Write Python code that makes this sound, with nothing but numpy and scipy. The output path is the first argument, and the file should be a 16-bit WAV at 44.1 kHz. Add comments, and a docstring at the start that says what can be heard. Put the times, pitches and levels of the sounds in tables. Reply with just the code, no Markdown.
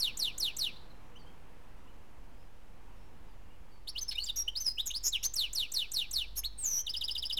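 """A caged finch sings two phrases of fast twitter on a balcony, close by, from inside a falling sweep.
Its syrinx has two sides that whistle near-sines, at times together, with overtones and sum tones.
Cage and parapet comb the song with early echoes; random decaying taps make the reverberation.
Faint chirps are blurred glides (the first two likely a distant wall's echo of the sweep, others far birds);
town hiss and thudding air are shaped noise, an engine is a sine, converter grit rises with loud notes."""
import sys
import numpy as np
from scipy import signal
from scipy.fft import rfft, irfft, next_fast_len
from scipy.io import wavfile
from scipy.ndimage import uniform_filter1d

SR = 44100
rng = np.random.default_rng(int(sys.argv[2]) if len(sys.argv) > 2 else 0)


def wav_out(sig):
    """Save sig, one row per channel (or a flat mono array), as 16-bit PCM at SR to the path in sys.argv[1]."""
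    wavfile.write(sys.argv[1], SR, np.round(np.clip(np.atleast_2d(sig).T, -1, 1) * 32767).astype(np.int16))


def volts_from_decibels(level):
    """Turn decibel levels (scalar or array-like) into linear amplitude factors."""
    exponent = np.asarray(level, float) / 20
    return 10 ** exponent


N = 325891

# flick-and-sweep syllables: (flick start [s], sweep length factor [1], level change [dB])
SWEEP_TIMES = [(-0.023, 0.99, 0.5), (0.171, 1.074, -0.55), (0.379, 1.006, -0.2), (0.566, 1.02, -0.5),
               (5.337, 1.05, 0.2), (5.53, 1.006, -0.5), (5.718, 1.04, -0.5), (5.916, 1.035, -0.3),
               (6.11, 1.065, -1.2)]
SWEEP_LAG_S = 0.0102  # from the flick's start to the sweep's start
# reverberation of the walls: (frequency [Hz], time to decay by 60 dB [s])
WALL_DECAY = [(2000, 0.14), (3200, 0.5), (3900, 0.56), (4600, 0.6), (5200, 0.54), (6000, 0.38),
              (8000, 0.15), (12000, 0.2)]


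def evened(x):
    """Normalization: scales a signal to rms 1."""
    return x / np.sqrt(np.mean(x ** 2) + 1e-20)


def read(points, hz):
    """Interpolation on a logarithmic frequency axis."""
    f, value = np.transpose(points)
    return np.interp(np.log(hz + 1), np.log(f + 1), value)


def colour(x, points):
    """Linear filtering: weights the spectrum by a curve of (frequency [Hz], gain [dB])."""
    size = next_fast_len(N)
    hz = np.fft.rfftfreq(size, 1 / SR)
    return irfft(rfft(x, size) * volts_from_decibels(read(points, hz)), size)[:N]


def drift(hz):
    """Low-pass noise: slow chance up to about hz, rms 1."""
    return evened(signal.lfilter(*signal.butter(2, hz, fs=SR), rng.standard_normal(N)))


def walls(x, decay, first=300):
    """Diffuse reverberation: sparse random-sign taps from sample `first`, each band decaying at its rate."""
    taps = np.zeros(SR)
    at = np.arange(int(first), SR - 20, 20)  # one tap in every 20 samples
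    taps[at + rng.integers(0, 20, len(at))] = rng.choice([-1., 1.], len(at))
    hz, t, z = signal.stft(taps, SR, nperseg=256)
    fade = volts_from_decibels(-60 * t / read(decay, hz)[:, None])
    tail = signal.istft(z * fade, SR, nperseg=256)[1]
    return signal.fftconvolve(x, tail / np.linalg.norm(tail) * 2)[:N]


def glide(shape, start_s, length_s, first_hz, last_hz, db, rich_db=0):
    """Frequency glide: pitch moves exponentially to its goal while level bends at one turning point."""
    # low notes come out weaker: (frequency [Hz], gain [dB])
    low_voice = [(1700, -13), (2300, -12), (2900, -0.5)]
    flatness = 1.85  # higher: flatter at the turning point, steeper at the ends
    settle, top, start_db, end_db = shape
    u = np.linspace(0, 1, num=17)
    top = np.clip(top, .05, .95)
    hz = first_hz + (last_hz - first_hz) * np.expm1(-settle * u) / np.expm1(-settle)
    distance = abs(u - top) / np.where(u < top, top, 1 - top)
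    swell_db = np.where(u < top, start_db, end_db) * distance ** flatness
    return rich_db, np.transpose([start_s + length_s * u, hz, db + swell_db + read(low_voice, hz)])


def whistle(notes, factor, edge_s=0.0018):
    """Phasor synthesis: near-sine notes whose phase is the running sum of their frequency.

    Returns the summed phasors, their size, mean pitch, overtone size and each note's own octave."""
    tone, size, pitch = np.zeros(N, complex), np.full(N, 1e-9), np.zeros(N)
    rich, octave = np.zeros(N), np.zeros(N)
    for rich_db, rows in notes:
        s, hz, db = np.transpose(rows)
        at = np.arange(max(round((s[0] - edge_s) * SR), 0), min(round((s[-1] + edge_s) * SR), N))
        t = at / SR
        inside = np.minimum(t - s[0], s[-1] - t)
        soft = np.sin(np.pi / 2 * np.clip(inside / (2 * edge_s) + .5, 0, 1)) ** 2
        a = soft * volts_from_decibels(np.interp(t, s, db)) * np.sqrt(2)  # peak of a sine from its rms
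        f = np.interp(t, s, hz) * factor[at]
        phasor = np.exp(2j * np.pi * (np.cumsum(f) / SR + rng.random()))
        tone[at] += a * phasor
        octave[at] += a * volts_from_decibels(rich_db) * (phasor ** 2).real
        size[at] += a
        pitch[at] += a * f
        rich[at] += a * volts_from_decibels(rich_db)
    return tone, size, pitch / size, rich, octave


def town():
    """Hiss of far traffic as filtered noise: time-frequency patches drift, low and middle swell slowly."""
    # spectrum of the hiss: (frequency [Hz], relative density [dB per Hz])
    hiss_spectrum = [(35, -12), (60, -0.5), (142, -6.5), (294, -10), (437, -14.5), (480, -10), (607, -16.5),
                     (882, -13.5), (1510, -20.5), (2900, -23.5), (3580, -29.5), (14600, -41.5),
                     (16000, -48)]
    # course of the low and middle hiss, used about its mean: (time [s], relative level [dB])
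    hiss_swell = [(0.0, -61.5), (1.36, -61.5), (2.75, -64.5), (2.9, -62.5), (3.3, -64), (4.88, -68.5),
                  (5.64, -66.5), (7.39, -67.5)]
    frames, hz = N // 256 + 5, np.fft.rfftfreq(1024, 1 / SR)
    a, b, patches = rng.standard_normal((frames, 513, 3)).T
    patches = uniform_filter1d(patches, 8, 0)  # smooth over frequency
    patches = evened(uniform_filter1d(patches, 20, 1))  # then over time
    s, db = np.transpose(hiss_swell)
    swell_db = np.interp(np.arange(frames) * 256 / SR, s, db - db.mean())
    share = read([(1200, 1), (4000, 0.39)], hz)[:, None]  # the treble swells less
    level_db = read(hiss_spectrum, hz)[:, None] + 0.72 * patches + share * swell_db
    hiss = signal.istft((a + 1j * b) * volts_from_decibels(level_db), nperseg=1024, noverlap=768)[1][:N]
    return volts_from_decibels(-60) * evened(hiss)


def rumble():
    """A far engine's low sine, frequency-modulated and climbing overall, over low-pass noise of thudding air."""
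    # engine tone: (time [s], pitch [Hz], level [dB])
    engine = [(3.7, 39.1, -55), (4.17, 43.05, -53.5), (5.61, 42.06, -53), (6.0, 42.3, -75),
              (6.1, 45.2, -53.5), (6.42, 48.9, -47.5), (6.59, 48.1, -51.5), (6.72, 48.4, -60),
              (6.9, 52.6, -54.5), (7.21, 54.4, -55.5), (7.39, 52.9, -55)]
    # thudding air: (time [s], level [dB])
    air_level = [(0.0, -54), (1.44, -57.5), (3.19, -53.5), (3.7, -53), (4.14, -58), (5.99, -56),
                 (7.39, -61)]
    t = np.arange(N) / SR
    s, hz, db = np.transpose(engine)
    turns = np.cumsum(np.interp(t, s, hz) * (1 + 0.025 * drift(5.1))) / SR
    fade_in = np.clip((t - s[0]) / 0.1, 0, 1)
    drone = np.sqrt(2) * volts_from_decibels(np.interp(t, s, db)) * fade_in * np.sin(2 * np.pi * turns)
    air_spectrum = [(8, -35), (18, 1.0), (32, 1), (55, -6.5), (90, -15), (200, -81)]
    air = evened(colour(rng.standard_normal(N), air_spectrum))
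    return drone + volts_from_decibels(np.interp(t, *np.transpose(air_level))) * air


def faint_chirps():
    """Diffuse blurring: soft-edged wavering glides, faint, with reverberation added."""
    # faint chirps, the first two likely a distant wall's echo of the sweep, the others of far birds:
    # (start [s], length [s], first pitch [Hz], last pitch [Hz], relative level [dB])
    chirp_rows = [(0.763, .013, 3670, 4200, -51.5), (0.903, .025, 4300, 3970, -65),
                  (1.157, 0.024, 2670, 3180, -56), (1.161, .015, 5700, 6300, -69.5),
                  (1.192, .04, 4770, 4390, -67.5), (1.263, 0.043, 3070, 3240, -66),
                  (1.872, 0.03, 2590, 3050, -67), (3.5, 0.056, 2760, 2890, -71),
                  (3.717, 0.077, 4660, 4470, -73), (6.787, 0.019, 2990, 3200, -53)]
    # long thin whistles of far birds:
    # (start [s], length [s], first pitch [Hz], last pitch [Hz], relative level [dB])
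    whistle_rows = [(2.37, .1, 5230, 4880, -80), (2.96, .12, 5330, 5500, -79), (3.27, .06, 5050, 4450, -77)]
    # course of a glide: (settling rate, negative = ever faster [1], level's turning point, held
    # within 0.05-0.95 [share of length], start level [dB], end level [dB])
    chirp_shape = (2.5, 1.2, 5, -15)
    whistle_shape = (-.8, .5, -5, -4)
    notes = [glide(chirp_shape, *row) for row in chirp_rows]
    notes += [glide(whistle_shape, *row) for row in whistle_rows]
    chirps = whistle(notes, 1 + 0.01 * drift(300), edge_s=.008)[0].real
    return volts_from_decibels(-1) * chirps + volts_from_decibels(-18) * walls(chirps, WALL_DECAY)


def place(shape, start_s, db, length=1):
    """Time scaling: sets a syllable at a time and level, stretched by a length factor."""
    return [(start_s + length * u, hz, level + db) for u, hz, level in shape]


def syllable_part(shape, start_s, change_db, part):
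    """Repetition: one part of a repeated syllable as a glide with its own level change."""
    length_s, first_hz, last_hz, db, rich_db = part
    return glide(shape, start_s, length_s, first_hz, last_hz, db + change_db, rich_db)


def song():
    """Pitch and level contours: every note of the finch, and one faint late echo at 4.923 s."""
    # glides: (start [s], length [s], first pitch [Hz], last pitch [Hz], relative level [dB],
    # overtone strength [dB])
    slides = [(4.141, 0.023, 2210, 2470, -42, 9), (4.171, 0.022, 2590, 3047, -33.5, 2),
              (4.186, 0.033, 3670, 4750, -41, 3), (4.219, 0.02, 4170, 4780, -35.5, -7),
              (4.259, .041, 3880, 2710, -43.5, 8), (4.288, .019, 4040, 3490, -32, 1.5),
              (4.9, 0.016, 2200, 3950, -36, 8), (4.905, 0.013, 2620, 3060, -45, 16),
              (5.228, 0.018, 5530, 6900, -35.5, -5), (5.229, 0.032, 2574, 5300, -37, 18),
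              (6.436, 0.019, 5880, 8270, -54.5, 26)]
    hooks = [(3.872, .035, 3250, 5570, -42, 8.5), (3.875, 0.028, 2935, 4890, -40.5, 10),
             (4.082, 0.028, 5450, 5075, -32, -3.5), (4.109, 0.027, 4390, 1610, -42, -1.4),
             (4.11, 0.026, 4800, 3610, -39.5, 5), (4.36, 0.02, 5620, 6830, -35, 5),
             (4.477, .016, 2670, 3175, -31.5, -1), (4.554, 0.037, 3600, 5370, -33, -4.5),
             (4.858, .028, 6600, 5470, -47, 18.5), (4.938, 0.046, 3210, 5350, -34, 2),
             (4.955, .03, 4330, 4830, -41.5, 7)]
    # the same columns; the row at 4.923 s is the faint late echo
    holds = [(4.01, 0.032, 6400, 6100, -33, -8.5), (4.152, 0.016, 3540, 3720, -40, 5),
             (4.692, 0.029, 4200, 4220, -49.5, 13), (4.858, 0.047, 8520, 6330, -33.5, -10),
             (4.923, 0.017, 6530, 6280, -58, -18), (5.037, 0.066, 5400, 5330, -35.5, 4.5),
             (5.246, 0.029, 5600, 6323, -27.5, -11)]
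    # parts of repeated syllables: the same columns without the start
    flick_part = (.01, 5900, 9060, -33.5, 4)
    down_part = (.021, 4134, 2780, -33.5, 3.5)
    up_part = (.021, 4540, 5330, -33, -3.5)
    # course of each kind: (settling rate [1], level's turning point, held within 0.05-0.95
    # [share of length], start level [dB], end level [dB])
    slide_shape = (0.16, 1, -8.5, -14)
    hook_shape = (2, 0.62, -6, -17.5)
    hold_shape = (5, 0.5, -9, -16)
    flick_shape = (.1, .5, -10.5, -7)
    down_shape = (.6, .25, -16, -6)
    up_shape = (1.2, .25, -10.5, -7)
    # the long falling sweep: (time from its start [s], pitch [Hz], relative level [dB])
    sweep_shape = [(0, 6700, -74), (.01, 6100, -40), (.018, 5537, -35), (.027, 4860, -36.5),
                   (.037, 4460, -33), (.047, 4120, -32), (.072, 3510, -32.5), (.083, 3170, -37),
                   (.095, 2846, -36.5), (.128, 2270, -56.5)]
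    # trills, a down note then an up note: (start [s], level change [dB])
    trills = [(6.864, -1), (6.936, -0.3), (7.009, 0.4), (7.079, 0.6), (7.15, 0.2), (7.223, 0.3),
              (7.296, 0.8), (7.369, 3)]
    # freely bent notes: (overtone strength [dB], rows of (time [s], pitch [Hz], relative level [dB]))
    bends = [(-1, [(3.953, 2660, -45), (3.967, 3010, -41), (3.978, 3400, -36.5), (3.986, 4630, -35.5),
             (3.994, 5260, -39.5), (4.002, 5060, -50)]), (-1, [(4.238, 8500, -50), (4.242, 7140, -39),
             (4.246, 7530, -34), (4.252, 7250, -47), (4.26, 5740, -49), (4.27, 4800, -42),
             (4.285, 4620, -40)]), (-1.5, [(4.364, 5150, -48), (4.372, 5690, -41), (4.392, 5710, -32),
             (4.41, 5640, -39), (4.43, 5650, -45.5)]), (-3.5, [(4.6, 6000, -44), (4.613, 6230, -32.5),
             (4.635, 6020, -47), (4.655, 5600, -44.5), (4.668, 5116, -25.5), (4.685, 5060, -31),
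             (4.705, 5005, -43.5), (4.722, 5000, -43)]), (-0.5, [(4.772, 2520, -54), (4.785, 2987, -35.5),
             (4.8, 3614, -30), (4.815, 4000, -34)]), (1.5, [(5.03, 7930, -52), (5.038, 6540, -45),
             (5.06, 6400, -29.5), (5.078, 6510, -30), (5.09, 7200, -37), (5.107, 7600, -52)]),
             (2.5, [(5.118, 4476, -62), (5.13, 3910, -32.5), (5.16, 2796, -31.5), (5.172, 2440, -43.5),
             (5.185, 2090, -66)]), (23, [(6.354, 2820, -64), (6.362, 4360, -53.5), (6.372, 5540, -54),
             (6.382, 5570, -45), (6.395, 5160, -47), (6.408, 5160, -54)]), (11, [(6.362, 5560, -59),
             (6.372, 6450, -40), (6.382, 6700, -43), (6.395, 6280, -39.5), (6.412, 6400, -78)]),
             (-1, [(6.432, 1793, -58), (6.44, 3250, -40.5), (6.45, 3900, -32.5), (6.462, 4360, -38),
             (6.474, 4184, -55)]), (-4.5, [(6.577, 8700, -60), (6.59, 8480, -38), (6.62, 8350, -41),
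             (6.65, 7050, -32.5), (6.67, 6310, -29.5), (6.7, 6120, -36), (6.74, 5910, -34),
             (6.775, 5810, -32), (6.815, 6150, -36)])]
    sweep_rich_db, trill_lag_s = 5, .0267
    notes = []
    for shape, rows in [(slide_shape, slides), (hook_shape, hooks), (hold_shape, holds)]:
        notes += [glide(shape, *row) for row in rows]
    for s, length, db in SWEEP_TIMES:
        notes.append(syllable_part(flick_shape, s, db, flick_part))
        notes.append((sweep_rich_db, place(sweep_shape, s + SWEEP_LAG_S, db, length)))
    for s, db in trills:
        notes.append(syllable_part(down_shape, s, db, down_part))
        notes.append(syllable_part(up_shape, s + trill_lag_s, db, up_part))
    return notes + bends


def warble():
    """Frequency modulation: regular shakes and rough patches over a slight unsteadiness of pitch."""
    # shakes: (from [s], to [s], highest at [s], rate [Hz], depth [share of pitch], random [share of pitch])
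    shakes = [(3.872, 3.905, 3.88, 250, .01, .02), (4.109, 4.134, 4.12, 300, .02, .1),
              (5.035, 5.09, 5.0665, 140, .055, .015), (5.228, 5.25, 5.235, 250, .03, .07),
              (6.612, 6.82, 6.732, 99.7, .03, .004)]
    # shake within each sweep: (from [s], to [s], rate [Hz], depth [share of pitch], random [share of pitch])
    sweep_shake = (.03, .105, 320, .022, .012)
    t = np.arange(N) / SR
    factor = 1 + 0.0091 * drift(330)
    chance = drift(880)
    start, end, *shake = sweep_shake
    sweep_starts = np.array(SWEEP_TIMES)[:, 0] + SWEEP_LAG_S
    in_sweeps = [(s + start, s + end, s, *shake) for s in sweep_starts]
    for start, end, top, rate_hz, depth, rough in shakes + in_sweeps:
        on = np.clip(np.minimum(t - start, end - t) / 0.0012, 0, 1)
        factor += on * (depth * np.cos(2 * np.pi * rate_hz * (t - top)) + rough * chance)
    return factor


def finch():
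    """Nonlinear source: powers of the summed whistles give overtones, and sum tones of two voices at once."""
    # overtones 2 to 5 against the whistle: (relative level [dB])
    order_levels = [-7.5, -18.5, -25, -31]
    # overtone colour of the beak: (frequency [Hz], gain [dB])
    beak = [(2000, -28), (5000, -18), (7000, -22), (8500, -14.5), (10000, -8), (12000, 0.5), (14000, -9.5),
            (16000, -24)]
    coupling = 0.52  # share of the second overtone that two voices make jointly, 0-1
    tone, size, pitch, rich, octave = whistle(song(), warble())
    tremble = volts_from_decibels(1.3 * drift(250))  # a quick uneven tremble in loudness
    over = np.zeros(N)
    for k, db in enumerate(order_levels, 2):
        audible = np.clip((20000 - k * pitch) / 2000, 0, 1)  # fades out from 18 to 20 kHz
        joint = rich * ((tone / size) ** k).real
        share = coupling if k == 2 else 1
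        over += volts_from_decibels(db) * audible * (share * joint + (1 - share) * octave)
    return tremble * tone.real + colour(tremble * over, beak)


def cage(x):
    """Comb filtering: single echoes within milliseconds interfere with the song."""
    # cage floor, bars and parapet: (delay [ms], relative gain [1])
    echoes = [(.55, 0.042), (.719, 0.28), (1.357, 0.24), (1.523, -0.5), (2.21, -0.23), (2.568, -0.13),
              (3.025, 0.19), (3.455, 0.13), (3.981, 0.3), (4.184, 0.24), (4.995, -0.11), (6.665, -0.079),
              (6.86, 0.11), (7.953, 0.3), (8.862, 0.018), (10.702, -0.046), (12.726, -0.19)]
    size = next_fast_len(N + 1000)
    hz = np.fft.rfftfreq(size, 1 / SR)
    path = sum(g * np.exp(-2j * np.pi * hz * ms / 1000) for ms, g in echoes)
    return irfft(rfft(x, size) * path, size)[:N]


def scene():
    """Superposition: bird in its cage, the walls around, the town behind."""
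    # what a bounce keeps: (frequency [Hz], gain [dB])
    bounce_colour = [(2000, -4.5), (6500, -1), (9000, -16), (12000, -15), (16000, -23)]
    # the corner round the cage: (frequency [Hz], time to decay by 60 dB [s])
    nook_decay = [(2000, 0.074), (6000, 0.042), (12000, 0.052)]
    bird = finch()
    bounced = colour(bird, bounce_colour)
    near = volts_from_decibels(-1.0) * (bird + cage(bounced))
    nook = volts_from_decibels(-12.0) * walls(bounced, nook_decay, first=150)
    room = nook + volts_from_decibels(-23.5) * walls(bounced, WALL_DECAY)
    return (near + room + faint_chirps() + town() + rumble())[None]


def top_cut(x):
    """Nothing passes above the cut-off."""
    return signal.sosfilt(signal.butter(12, 16640, fs=SR, output="sos"), x)


def record(dry):
    """Adaptive quantization noise: the converter's step follows the signal's slope, so grit swells with notes."""
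    # spectrum of the grit: (frequency [Hz], relative level [dB])
    grit_colour = [(100, 8), (1500, 3.5), (5000, 4), (9000, 4.5), (16000, 3)]
    slope = np.diff(dry[0], prepend=0)
    step = np.sqrt(abs(uniform_filter1d(slope ** 2, 160)))
    noise = evened(colour(rng.standard_normal(N), grit_colour))
    grit = (volts_from_decibels(-18) * step + volts_from_decibels(-81)) * noise
    offset = .0067  # steady shift of the converter
    return top_cut(dry + grit + offset)


dry = scene()
out = record(dry)
wav_out(out)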